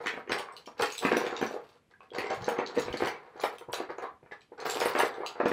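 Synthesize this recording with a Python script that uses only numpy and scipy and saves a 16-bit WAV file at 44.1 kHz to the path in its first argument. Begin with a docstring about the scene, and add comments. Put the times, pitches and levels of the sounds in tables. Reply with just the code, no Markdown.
"""A hand rummages through plastic lipstick tubes in a cardboard box, in a small bare room.
From the start tubes knock on the box and click together, sliding and rattling between the blows.
A louder flurry after one second thins to light taps on hollow caps near two. The digging resumes,
the box bumping softly as it is shifted, eases just after four seconds and ends in a dense clatter.
The walls throw the clatter back, and a quiet hiss lies under it all."""
import sys
import numpy as np
from scipy import signal
from scipy.io import wavfile
from scipy.ndimage import uniform_filter1d

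SR = 44100
rng = np.random.default_rng(int(sys.argv[2]) if len(sys.argv) > 2 else 0)


def wav_record(signal):
    """Record a signal, one row per channel, as 16-bit PCM in the file named by sys.argv[1]."""
    frames = np.transpose(np.atleast_2d(signal))
    bounded = np.clip(frames, -1, 1)
    # unit amplitude maps onto the largest positive 16-bit level
    quanta = np.round(bounded * 32767).astype(np.int16)
    wavfile.write(sys.argv[1], SR, quanta)


N = 243564

# a tube strikes the box: t/s, level/dB, then its tone: hollow thud/dB, woody knock/dB, hard clack/dB
KNOCKS = [(0.06, -33, -8, 5.5, 8), (0.07, -37, -15, -23, 16), (0.137, -37, -10, -17, 0.5),
          (0.174, -32.5, -13.5, -2, -16), (0.275, -36.5, -25, -30, -10), (0.295, -29.5, -16, -7, -11),
          (0.319, -26.5, -6, -1.5, 3.5), (0.485, -43.5, -52, 15.5, -2), (0.674, -37.5, -14.5, -2.5, -17),
          (0.797, -30, -6.5, 2, -5), (0.824, -29, -19.5, -8, 6), (1.05, -20.5, -10.5, -8, -5),
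          (1.116, -17, -27, -10.5, -6.5), (1.129, -26.5, 1, 4, -21), (1.166, -19.5, -12, -10.5, -6),
          (1.237, -26.5, -41, -29, -14), (1.267, -30, -19, -29, -11), (1.326, -29.5, -11.5, -8, -12),
          (1.413, -22.5, -18, -8, -12.5), (1.426, -26, -5, -18, -7.5), (1.508, -30, -38, -16, -27),
          (1.54, -29, -20, -21, -30), (1.562, -31, -30, -10, -24), (1.628, -48, -38.5, -22, -28),
          (2.116, -37.5, -23, -31.5, -44), (2.184, -24.5, -21, -56, -5), (2.241, -27, -30, -37, -9.5),
          (2.305, -26, -14, -8, -13), (2.323, -40, -25.5, -32, 4), (2.48, -19.5, -16.5, -3.5, -15),
          (2.588, -18.5, -20, -11.5, -15), (2.615, -27, -36, -20, -28), (2.766, -26, -54, -33, -14),
          (2.774, -20, -6.5, -17, -13.5), (2.881, -31, -22, -19, -8), (2.94, -28.5, -7, -15, -8),
          (3.021, -18, -18.5, -11, -12.5), (3.07, -29.5, -11.5, -6, -1.5), (3.245, -62, -44, -16, -17),
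          (3.356, -40, -17.5, -28, -24), (3.437, -18.5, -27.5, -7, -12), (3.61, -40, -35, -6, -18),
          (3.685, -34.5, -28, -15, -45), (3.733, -28, -46, -7, -11.5), (3.802, -26, -15.5, -13, -12.5),
          (3.901, -28.5, -32, -7, -23), (3.983, -30.5, -36, 5, -10.5), (4.039, -33, -17.5, 4, -7.5),
          (4.228, -49.5, -23, -12, -14), (4.26, -52.5, -9, 5, -1.5), (4.518, -39.5, -24, -12, -56),
          (4.661, -33.5, -11, 2.5, 1), (4.761, -30, -12.5, 1, -31), (4.815, -22, -23, -10, -8),
          (4.857, -19, -16.5, -10, -10.5), (4.951, -22, -13, -7, -1.5), (4.99, -19.5, -16, 3, -13),
          (5.001, -27, -18, 9, 9), (5.032, -19, -16.5, -16, -28), (5.181, -32, -23, -18, -39),
          (5.202, -30, -42, -20, -30), (5.232, -28, -38, -1, -28), (5.401, -18.5, -14, -6, -14.5),
          (5.434, -27, -8.5, -7, -42), (5.457, -17, -8.5, -11, -11), (5.515, -24.5, -11, -10, -4)]
# tube meets tube: t/s, level/dB, ring f/Hz, bright snap/dB (relative to the level)
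CLICKS = [(0.06, -41, 3600, -35), (0.0683, -33, 3270, -21.5), (0.295, -39, 2900, -35),
          (0.3184, -29.5, 2540, -24.5), (0.327, -33, 3250, -22), (0.3867, -36, 3100, -15),
          (0.524, -55, 8200, -20), (0.566, -40.5, 4140, -21), (0.572, -71, 4580, -13),
          (0.6587, -49.5, 3130, -17), (0.666, -48, 5560, -25), (0.8113, -35.5, 4240, -15),
          (0.821, -28, 4380, -15), (0.9234, -35.5, 6580, -17), (0.9802, -31, 3870, -15),
          (0.99, -34.5, 3370, -22), (1.053, -33.5, 2670, -16), (1.1184, -41, 3000, -34),
          (1.1691, -27, 2520, -17), (1.265, -35, 3550, -27), (1.3652, -33, 3680, -51.5),
          (1.4142, -39.5, 3100, -28), (1.465, -40, 5900, -23), (1.69, -59, 3520, -18),
          (2.134, -55, 3600, -49), (2.184, -35.5, 4380, -16.5), (2.3017, -42.5, 3080, -47),
          (2.346, -46.5, 2800, -14), (2.4435, -37.5, 4070, -30), (2.4882, -36.5, 2580, -11.5),
          (2.584, -46, 3070, -41), (2.663, -35, 4170, -58), (2.7834, -39, 3940, -25),
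          (2.7974, -38.5, 6730, -12), (2.8503, -43.5, 4000, -37), (2.927, -37.5, 3020, -25),
          (2.972, -35, 4400, -24), (3.058, -39.5, 4300, -16), (3.073, -36, 3000, -16),
          (3.4005, -41.5, 4100, -38), (3.4363, -37, 3880, -13), (3.5835, -45, 3170, -12.5),
          (3.7298, -32, 3270, -15), (3.7416, -32.5, 3960, -26), (3.983, -51, 6700, -25),
          (4.023, -55, 4400, -11), (4.318, -54, 3700, -29), (4.319, -58, 5400, -34),
          (4.4085, -58, 4000, -34), (4.416, -57.5, 2440, -40), (4.6022, -41, 4270, -26),
          (4.6656, -41, 4200, -22), (4.698, -33.5, 7400, -11), (4.7083, -28.5, 7400, -18),
          (4.802, -28.5, 3540, -18), (4.8553, -42, 2880, 2.5), (4.9516, -52, 2800, -13),
          (4.99, -32.5, 3600, -7), (4.998, -29.5, 2850, -9.5), (5.1415, -49, 3630, -38),
          (5.2626, -31, 2760, -22), (5.2689, -38, 4700, -44), (5.456, -38.5, 2800, -40),
          (5.4823, -40, 3350, -13.5)]
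# the hand pushes through the tubes: t/s, length/s, sliding/dB, jostling/dB, scratching/dB
STROKES = [(0.0, 0.2, -34, -54, -71), (0.299, 0.11, -28.5, -39, -66), (0.438, 0.16, -44, -85, -96),
           (0.68, 0.046, -53.5, -76, -84), (0.764, 0.034, -43.5, -52, -77),
           (0.79, 0.061, -21.5, -38.5, -55), (0.846, 0.21, -46, -40, -59), (1.009, 0.28, -26, -41, -58.5),
           (1.199, 0.2, -29, -46.5, -76), (1.409, 0.048, -25, -46, -58), (1.494, 0.068, -43.5, -50, -66.5),
           (1.602, 0.17, -53, -63, -81), (1.903, 0.022, -55, -67, -96), (2, 0.075, -52, -68, -98),
           (2.132, .14, -29.5, -44.5, -91), (2.291, 0.083, -26.5, -47.5, -76), (2.4, 0.14, -34, -48.5, -86),
           (2.512, 0.1, -30.5, -71, -90), (2.675, 0.23, -37, -60, -84), (2.746, 0.1, -30, -41.5, -64),
           (2.855, 0.5, -35, -62, -81), (2.994, 0.092, -26.5, -40, -60), (3.095, .06, -37, -64, -90),
           (3.235, .045, -53, -72, -95), (3.359, 0.045, -36, -58, -85), (3.404, 0.082, -34.5, -43.5, -54),
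           (3.52, 0.043, -42.5, -59, -71), (3.716, 0.068, -48, -60, -52.5), (3.769, 0.054, -33, -47.5, -71),
           (3.889, 0.032, -30, -56, -80), (4.004, 0.048, -30.5, -76, -88), (4.309, 0.035, -39, -79, -90),
           (4.503, 0.065, -64, -91, -99), (4.577, 0.088, -33.5, -52, -92), (4.65, 0.14, -26, -34, -49.5),
           (4.789, 0.11, -24, -36, -49), (4.89, 0.047, -32, -44.5, -62), (4.953, 0.12, -24.5, -37, -50.5),
           (5.104, 0.23, -35.5, -68, -76), (5.351, 0.082, -37, -71, -91), (5.478, .06, -28.5, -48, -68)]
STIR_ATTACK_S = 0.005  # rise of the skid, rattle or graze that follows a blow


def amp(db):
    """Decibels to gain."""
    return 10 ** (np.asarray(db) / 20)


def unit(x):
    """Scales to rms 1."""
    return x / np.sqrt(np.mean(x ** 2) + 1e-20)


def struck(x):
    """Scales a blow to rms 1 over its first 10 ms."""
    return x / np.sqrt(np.mean(x[:SR // 100] ** 2) + 1e-20)


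def curve_at(points, hz):
    """Reads a curve on a log-frequency axis."""
    f, value = np.transpose(points)
    return np.interp(np.log(hz + 1), np.log(f + 1), value)


def add(mix, s, sound):
    """Mixes a sound in at time s."""
    part = mix[max(round(s * SR), 0):][:len(sound)]
    part += sound[:len(part)]


def band(x, lo_hz, hi_hz, order=3):
    """Causal band-pass."""
    return signal.sosfilt(signal.butter(order, [lo_hz, hi_hz], "band", fs=SR, output="sos"), x)


def colour(x, spectrum, size=2048):
    """Minimum-phase EQ from rows (f/Hz, level/dB), so attacks stay sharp."""
    log_gain = np.log(amp(curve_at(spectrum, abs(np.fft.fftfreq(size, 1 / SR)))))
    taps = np.fft.ifft(np.exp(np.conj(signal.hilbert(log_gain)))).real
    return signal.oaconvolve(x, taps)[:len(x)]


def swells(rows, attack_s, release_s, sag_db_per_s=0):
    """Envelope from rows (t/s, hold/s, level/dB): each rises, holds, and falls 60 dB in release_s."""
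    power = np.zeros(N)
    for s, hold, db in rows:
        t = np.arange(0, hold + release_s, 1 / SR)
        fall_db = sag_db_per_s * t + 60 * np.maximum(t - hold, 0) / release_s
        add(power, s, (np.minimum(t / attack_s, 1) * amp(db - fall_db)) ** 2)
    return np.sqrt(power)


def pushes(levels_db):
    """Envelope of the hand's strokes: each push fades as the load gives way."""
    rows = [(s, length, db) for (s, length, *_), db in zip(STROKES, levels_db)]
    return swells(rows, attack_s=0.0059, release_s=0.041, sag_db_per_s=31.5)


def contacts(ring, spread_db, count):
    """A grain stream: sets a ring going at random moments, with uneven strength."""
    out = np.zeros(N)
    for when, strength, side in rng.random((count, 3)):
        add(out, when * N / SR, amp(spread_db * strength) * np.sign(side - .5) * ring)
    return out


def steadied(x, size=2000):
    """Takes the slow swell out of a texture and leaves its grain."""
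    return x / np.sqrt(abs(uniform_filter1d(x ** 2, size)) + np.mean(x ** 2) / 20)


def dispersed(x, width_hz=170):
    """Bending waves in cardboard travel at different speeds, smearing a push over a few milliseconds."""
    radius = np.exp(-np.pi * width_hz / SR)
    for hz in (650, 950, 1300, 1750, 2300):
        poles = [1, -2 * radius * np.cos(2 * np.pi * hz / SR), radius * radius]
        x = signal.lfilter(poles[::-1], poles, x)  # all-pass
    return x


def box_ring(modes_db=0, crunch=0.98, crunch_s=0.0025, scatter_db=3.5, detune=0.028, size=3000):
    """One blow on the box: a sharp push, modes weighted by where it lands, and the loose load's jolt."""
    # modes of the box and its load: f/Hz, level/dB, t60/s
    modes = [(247, 9, 0.0092), (401, -8, 0.067), (436.5, 5.5, 0.015), (461, 8.5, 0.055), (606, -5, 0.071),
             (745.5, 8, 0.19), (795, -4.5, 0.17), (969, 2, 0.096), (1117, 0.5, 0.12), (1190, -4, 0.057),
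             (1320, -4.5, 0.05), (1390, -10, 0.032), (1650, -1.5, 0.082), (1625, -6, 0.034),
             (1860, -15, 0.09), (1849, -8.5, 0.017), (2142, -3, 0.02), (2880, -11, 0.052)]
    t = np.arange(size) / SR
    hz, db, t60 = np.transpose(modes)[:, :, None]
    hz = hz * (1 + detune * rng.standard_normal(hz.shape))  # the shifting load retunes the box
    damping = np.log(1000) / t60
    weight = amp(db + modes_db + scatter_db * rng.standard_normal(hz.shape)) * 2 * damping / SR
    phase = rng.uniform(-1.6, 1, hz.shape)
    ring = (weight * np.exp(-damping * t) * np.cos(2 * np.pi * hz * t + phase)).sum(0)
    ring[0] += 1  # the push itself
    jolt = rng.standard_normal(size) * np.exp(-t / crunch_s)
    return ring + crunch * jolt / np.linalg.norm(jolt)


def plastic_partials(hz, size, decay_s):
    """One row per partial: a quick swell that dies within a few milliseconds."""
    t = np.arange(size) / SR
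    rise = 1 - np.exp(-t / .0005)
    return np.sin(2 * np.pi * hz[:, None] * t) * rise * np.exp(-t / decay_s)


def tube_ring(hz, partial_db, crack_db, ring_s, crack_s=0.0032, size=1200):
    """A plastic tube: a crack, a well-damped main ring, and weaker partials set by the contact."""
    # tone of the crack: f/Hz, level/dB
    crack_eq = [(400, 4), (1500, 9), (2600, 14), (4500, 18), (6000, 5), (8000, -21.5), (11000, -9.5),
                (15000, -18)]
    t = np.arange(size) / SR
    side_hz = rng.uniform([2400, 3400, 5200, 6200], [3400, 5000, 6400, 8200])
    side_gains = amp(partial_db * rng.uniform(0.11, 1.72, len(side_hz)))
    ring = np.append(1, side_gains) @ plastic_partials(np.append(hz, side_hz), size, ring_s)
    crack = colour(rng.standard_normal(size) * np.exp(-t / crack_s), crack_eq)
    return struck(ring) + amp(crack_db) * struck(crack)


def scuffed(ring, scuff_db, lead_s, settle_db=-15, settle_s=0.0051, size=1500, count=40):
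    """A tube grazes its neighbours as it lands, then rebounds. Returns the pre-roll (s) and the sound."""
    offsets = rng.integers(-size, size, count)
    grazes = amp(scuff_db) * np.exp(-abs(offsets) / SR / lead_s)
    rebounds = amp(settle_db) * np.exp(-abs(offsets) / SR / settle_s)
    touches = np.zeros(2 * size)
    touches[offsets + size] = np.where(offsets < 0, grazes, rebounds) * rng.standard_normal(count)
    touches[size] = 1  # the main hit
    return size / SR, signal.fftconvolve(touches, ring)


def room_tone(level_db=-70):
    """A quiet bed of hiss with a thin whine."""
    # tone of the bed, the whine a narrow peak at 11.6 kHz: f/Hz, level/dB
    hiss_eq = [(25, -10.5), (60, -0.5), (130, 6), (400, -1), (1000, -12), (2500, -13), (5000, -22.5),
               (9000, -25), (11400, -30), (11600, -16), (11800, -38), (16000, -48)]
    return amp(level_db) * unit(colour(rng.standard_normal(N), hiss_eq))


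def room_tail(predelay_s=0.0042, size=20000):
    """Diffuse reverb, each band dying at its own speed."""
    # decay of the room: f/Hz, t60/s
    decay_times = [(150, 0.36), (500, 0.29), (1400, 0.27), (3700, 0.23), (9000, 0.18), (15000, 0.17)]
    # tone of the reverb; the box shades the direct treble, so treble is wetter: f/Hz, level/dB
    wet_eq = [(150, -5.5), (400, -11), (1000, -1), (3000, 2), (12000, 4.5)]
    hz, t, noise = signal.stft(rng.standard_normal(size), SR, nperseg=256)
    t60 = curve_at(decay_times, hz)[:, None]
    start_gain = amp(curve_at(wet_eq, hz))[:, None] * np.sqrt(2 * np.log(1000) / (t60 * SR))
    wash = signal.istft(noise * start_gain * amp(-60 * t / t60), SR, nperseg=256)[1]
    fade_in = np.clip(np.arange(len(wash)) / SR / predelay_s - 1, 0, 1)
    return wash * fade_in


def room(x, echo_db, wet_db, spot_s=0.13, spots=7):
    """Near walls answer first; the tail changes as the sound moves from spot to spot in the box."""
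    # early reflections: delay/s, relative gain
    echoes = [(.0013, .35), (.0036, -.22), (.0083, .6), (.0092, -.25), (.0117, .42), (.0142, .25)]
    out, t = x.copy(), np.arange(N) / SR
    for delay, gain in echoes:
        add(out, delay, amp(echo_db) * gain * x)
    for spot in range(spots):
        crossfade = np.sin(np.pi / 2 * np.minimum((t / spot_s + spot) % spots, 2))
        out += amp(wet_db) * signal.oaconvolve(x * crossfade, room_tail())[:N]
    return out


def box_shifting(level_db=-4, rock_db=-31, hold_s=0.013):
    """Dull bumps of the box on its support, and its slight rocking under every push."""
    # the box bumps: t/s, level/dB
    bumps = [(0.305, -47), (0.8, -48), (1.11, -49), (2.18, -49.5), (2.37, -45), (2.409, -38), (2.58, -51),
             (2.775, -44.5), (2.85, -43), (2.9, -37.5), (3.018, -38), (3.681, -48), (4.11, -59),
             (4.23, -60), (4.31, -63), (4.86, -51), (5.02, -52)]
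    _, _, slide_db, _, _ = np.transpose(STROKES)
    jolts = swells([(s, hold_s, db) for s, db in bumps], attack_s=0.0042, release_s=0.18)
    rumble_eq = [(15, -27), (35, -14.5), (65, -6.0), (120, 3.5), (180, -0.5), (400, -50.5)]
    rumble = steadied(colour(rng.standard_normal(N), rumble_eq), size=3000)
    return rumble * amp(level_db) * np.hypot(jolts, pushes(slide_db + rock_db))


def edge_scratching(level_db=-5, graze_db=-4):
    """Hard edges catch and let go, under the hand and after each snap: a fine, bright crackle."""
    _, _, _, _, scratch_db = np.transpose(STROKES)
    graze_cues = [(s, 0, db + snap + graze_db) for s, db, _, snap in CLICKS]
    grazes = swells(graze_cues, STIR_ATTACK_S, release_s=0.091)
    grains = plastic_partials(np.geomspace(7400, 15400, 24), size=500, decay_s=.0005)
    crackle = sum(contacts(grain, spread_db=25, count=110) for grain in grains)
    return steadied(crackle) * amp(level_db) * np.hypot(grazes, pushes(scratch_db))


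def tube_jostling(level_db=-8, rattle_db=-2):
    """Tubes of many sizes chatter against their neighbours, under the hand and after each click."""
    _, _, _, jostle_db, _ = np.transpose(STROKES)
    rattles = swells([(s, 0, db + rattle_db) for s, db, *_ in CLICKS], STIR_ATTACK_S, release_s=0.12)
    rings = [tube_ring(hz, partial_db=-14.5, crack_db=0.5, ring_s=0.0012) * (3000 / hz) ** 3
             for hz in np.geomspace(2400, 11000, 36)]
    chatter = sum(contacts(ring, spread_db=33, count=100) for ring in rings)
    return steadied(band(chatter, 1000, 12000)) * amp(level_db) * np.hypot(rattles, pushes(jostle_db))


def tube_sliding(level_db=-9, skid_db=-7):
    """Tubes stick and slip on the box, pushed by the hand or skidding after a knock: many tiny blows."""
    # tone of plastic rubbing on cardboard: f/Hz, level/dB
    slide_eq = [(80, -41.5), (170, -13.5), (260, -14), (420, 8.5), (580, 1.5), (800, 8.5), (1300, 4.5),
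                (2000, 0.5), (2800, -13), (4500, -14.5), (9000, -71.5)]
    _, _, slide_db, _, _ = np.transpose(STROKES)
    skids = swells([(s, 0, db + skid_db) for s, db, *_ in KNOCKS], STIR_ATTACK_S, release_s=0.16)
    grains = (box_ring(modes_db=3.5, crunch=0.42) for _ in range(12))
    slips = sum(contacts(grain, spread_db=22.5, count=130) for grain in grains)
    friction = steadied(colour(dispersed(slips), slide_eq))
    return friction * amp(level_db) * np.hypot(skids, pushes(slide_db))


def cap_taps(level_db=-8, t60_s=0.04, chatter=0.047, chatter_s=0.0014, size=3000):
    """A hollow cap answers a light, chattering tap with one short note."""
    # taps on the caps: t/s, level/dB, f/Hz
    taps = [(1.9154, -57, 1970), (1.938, -49, 1620), (2.0058, -42.5, 1097), (2.007, -52, 2580),
            (2.1043, -47.5, 3320), (3.1423, -41, 2280), (3.156, -52, 2580), (3.6972, -34.5, 964),
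            (4.3135, -40, 1985), (4.322, -35.5, 1720), (4.577, -48.5, 1490)]
    out, t = np.zeros(N), np.arange(size) / SR
    for s, db, hz in taps:
        tap = chatter * rng.standard_normal(size) * np.exp(-t / chatter_s)
        tap[0] = 1
        ring = np.sin(2 * np.pi * hz * t) * amp(-60 * t / t60_s)
        note = signal.fftconvolve(tap, ring)[:size]
        add(out, s, amp(db + level_db) * struck(band(note, hz / 2, hz * 2, order=2)))
    return out


def tube_clicks(ring_db=-8, snap_db=-4):
    """Each contact rings a tube; the hardest also wake its highest partials in a bright snap."""
    out = np.zeros(N)
    for s, db, hz, snap in CLICKS:
        ring = band(tube_ring(hz, partial_db=-12, crack_db=-12, ring_s=.0017), 1800, 8000)
        top_hz = rng.uniform([8000, 9200, 10200, 11500, 13000, 14200],
                             [9200, 10200, 11300, 13000, 14200, 15500])
        top = amp([0, -1, -2, -7, -5, -6]) @ plastic_partials(top_hz, size=1200, decay_s=0.0019)
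        click = amp(ring_db) * struck(ring) + amp(snap + snap_db) * struck(top)
        preroll_s, click = scuffed(click, scuff_db=-23.5, lead_s=0.0063)
        add(out, s - preroll_s, amp(db) * click)
    return out


def box_knocks(level_db=-6, thud_db=10, wood_db=3):
    """Tubes strike the cardboard: heavy flat blows bring out the thud, hard edges the clack."""
    out = np.zeros(N)
    for s, db, thud, wood, clack in KNOCKS:
        low, mid = thud + thud_db, wood + wood_db
        blow_eq = [(60, low - 31), (160, low - 15), (250, low), (380, 0.88), (520, -2.2), (1000, mid),
                   (2000, clack), (2500, clack - 5), (3100, clack - 14), (5000, clack - 32),
                   (12000, clack - 58)]
        blow = colour(dispersed(box_ring()), blow_eq)
        body = band(blow, 320, 1000)[:SR // 100]  # the midrange of the attack sets the level
        blow /= np.sqrt(np.mean(body ** 2))
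        preroll_s, blow = scuffed(blow, scuff_db=-27.5, lead_s=0.023)
        add(out, s - preroll_s, amp(db + level_db) * blow)
    return out


def scene():
    """Cardboard, tubes and edges each get their own room send; the bumps and the hiss stay dry."""
    hiss = room_tone()
    cardboard = room(box_knocks() + tube_sliding(), echo_db=-8.5, wet_db=4)
    tubes = room(tube_clicks() + cap_taps() + tube_jostling(), echo_db=-3.5, wet_db=-2)
    edges = room(edge_scratching(), echo_db=1.5, wet_db=-12)
    return (cardboard + tubes + edges + box_shifting() + hiss)[None]


def record(dry):
    """A steep high cut at 16 kHz."""
    high_cut = signal.firwin(255, 16000, window=("kaiser", 8), fs=SR)
    return signal.oaconvolve(dry, high_cut[None], "same")


dry = scene()
out = record(dry)
wav_record(out)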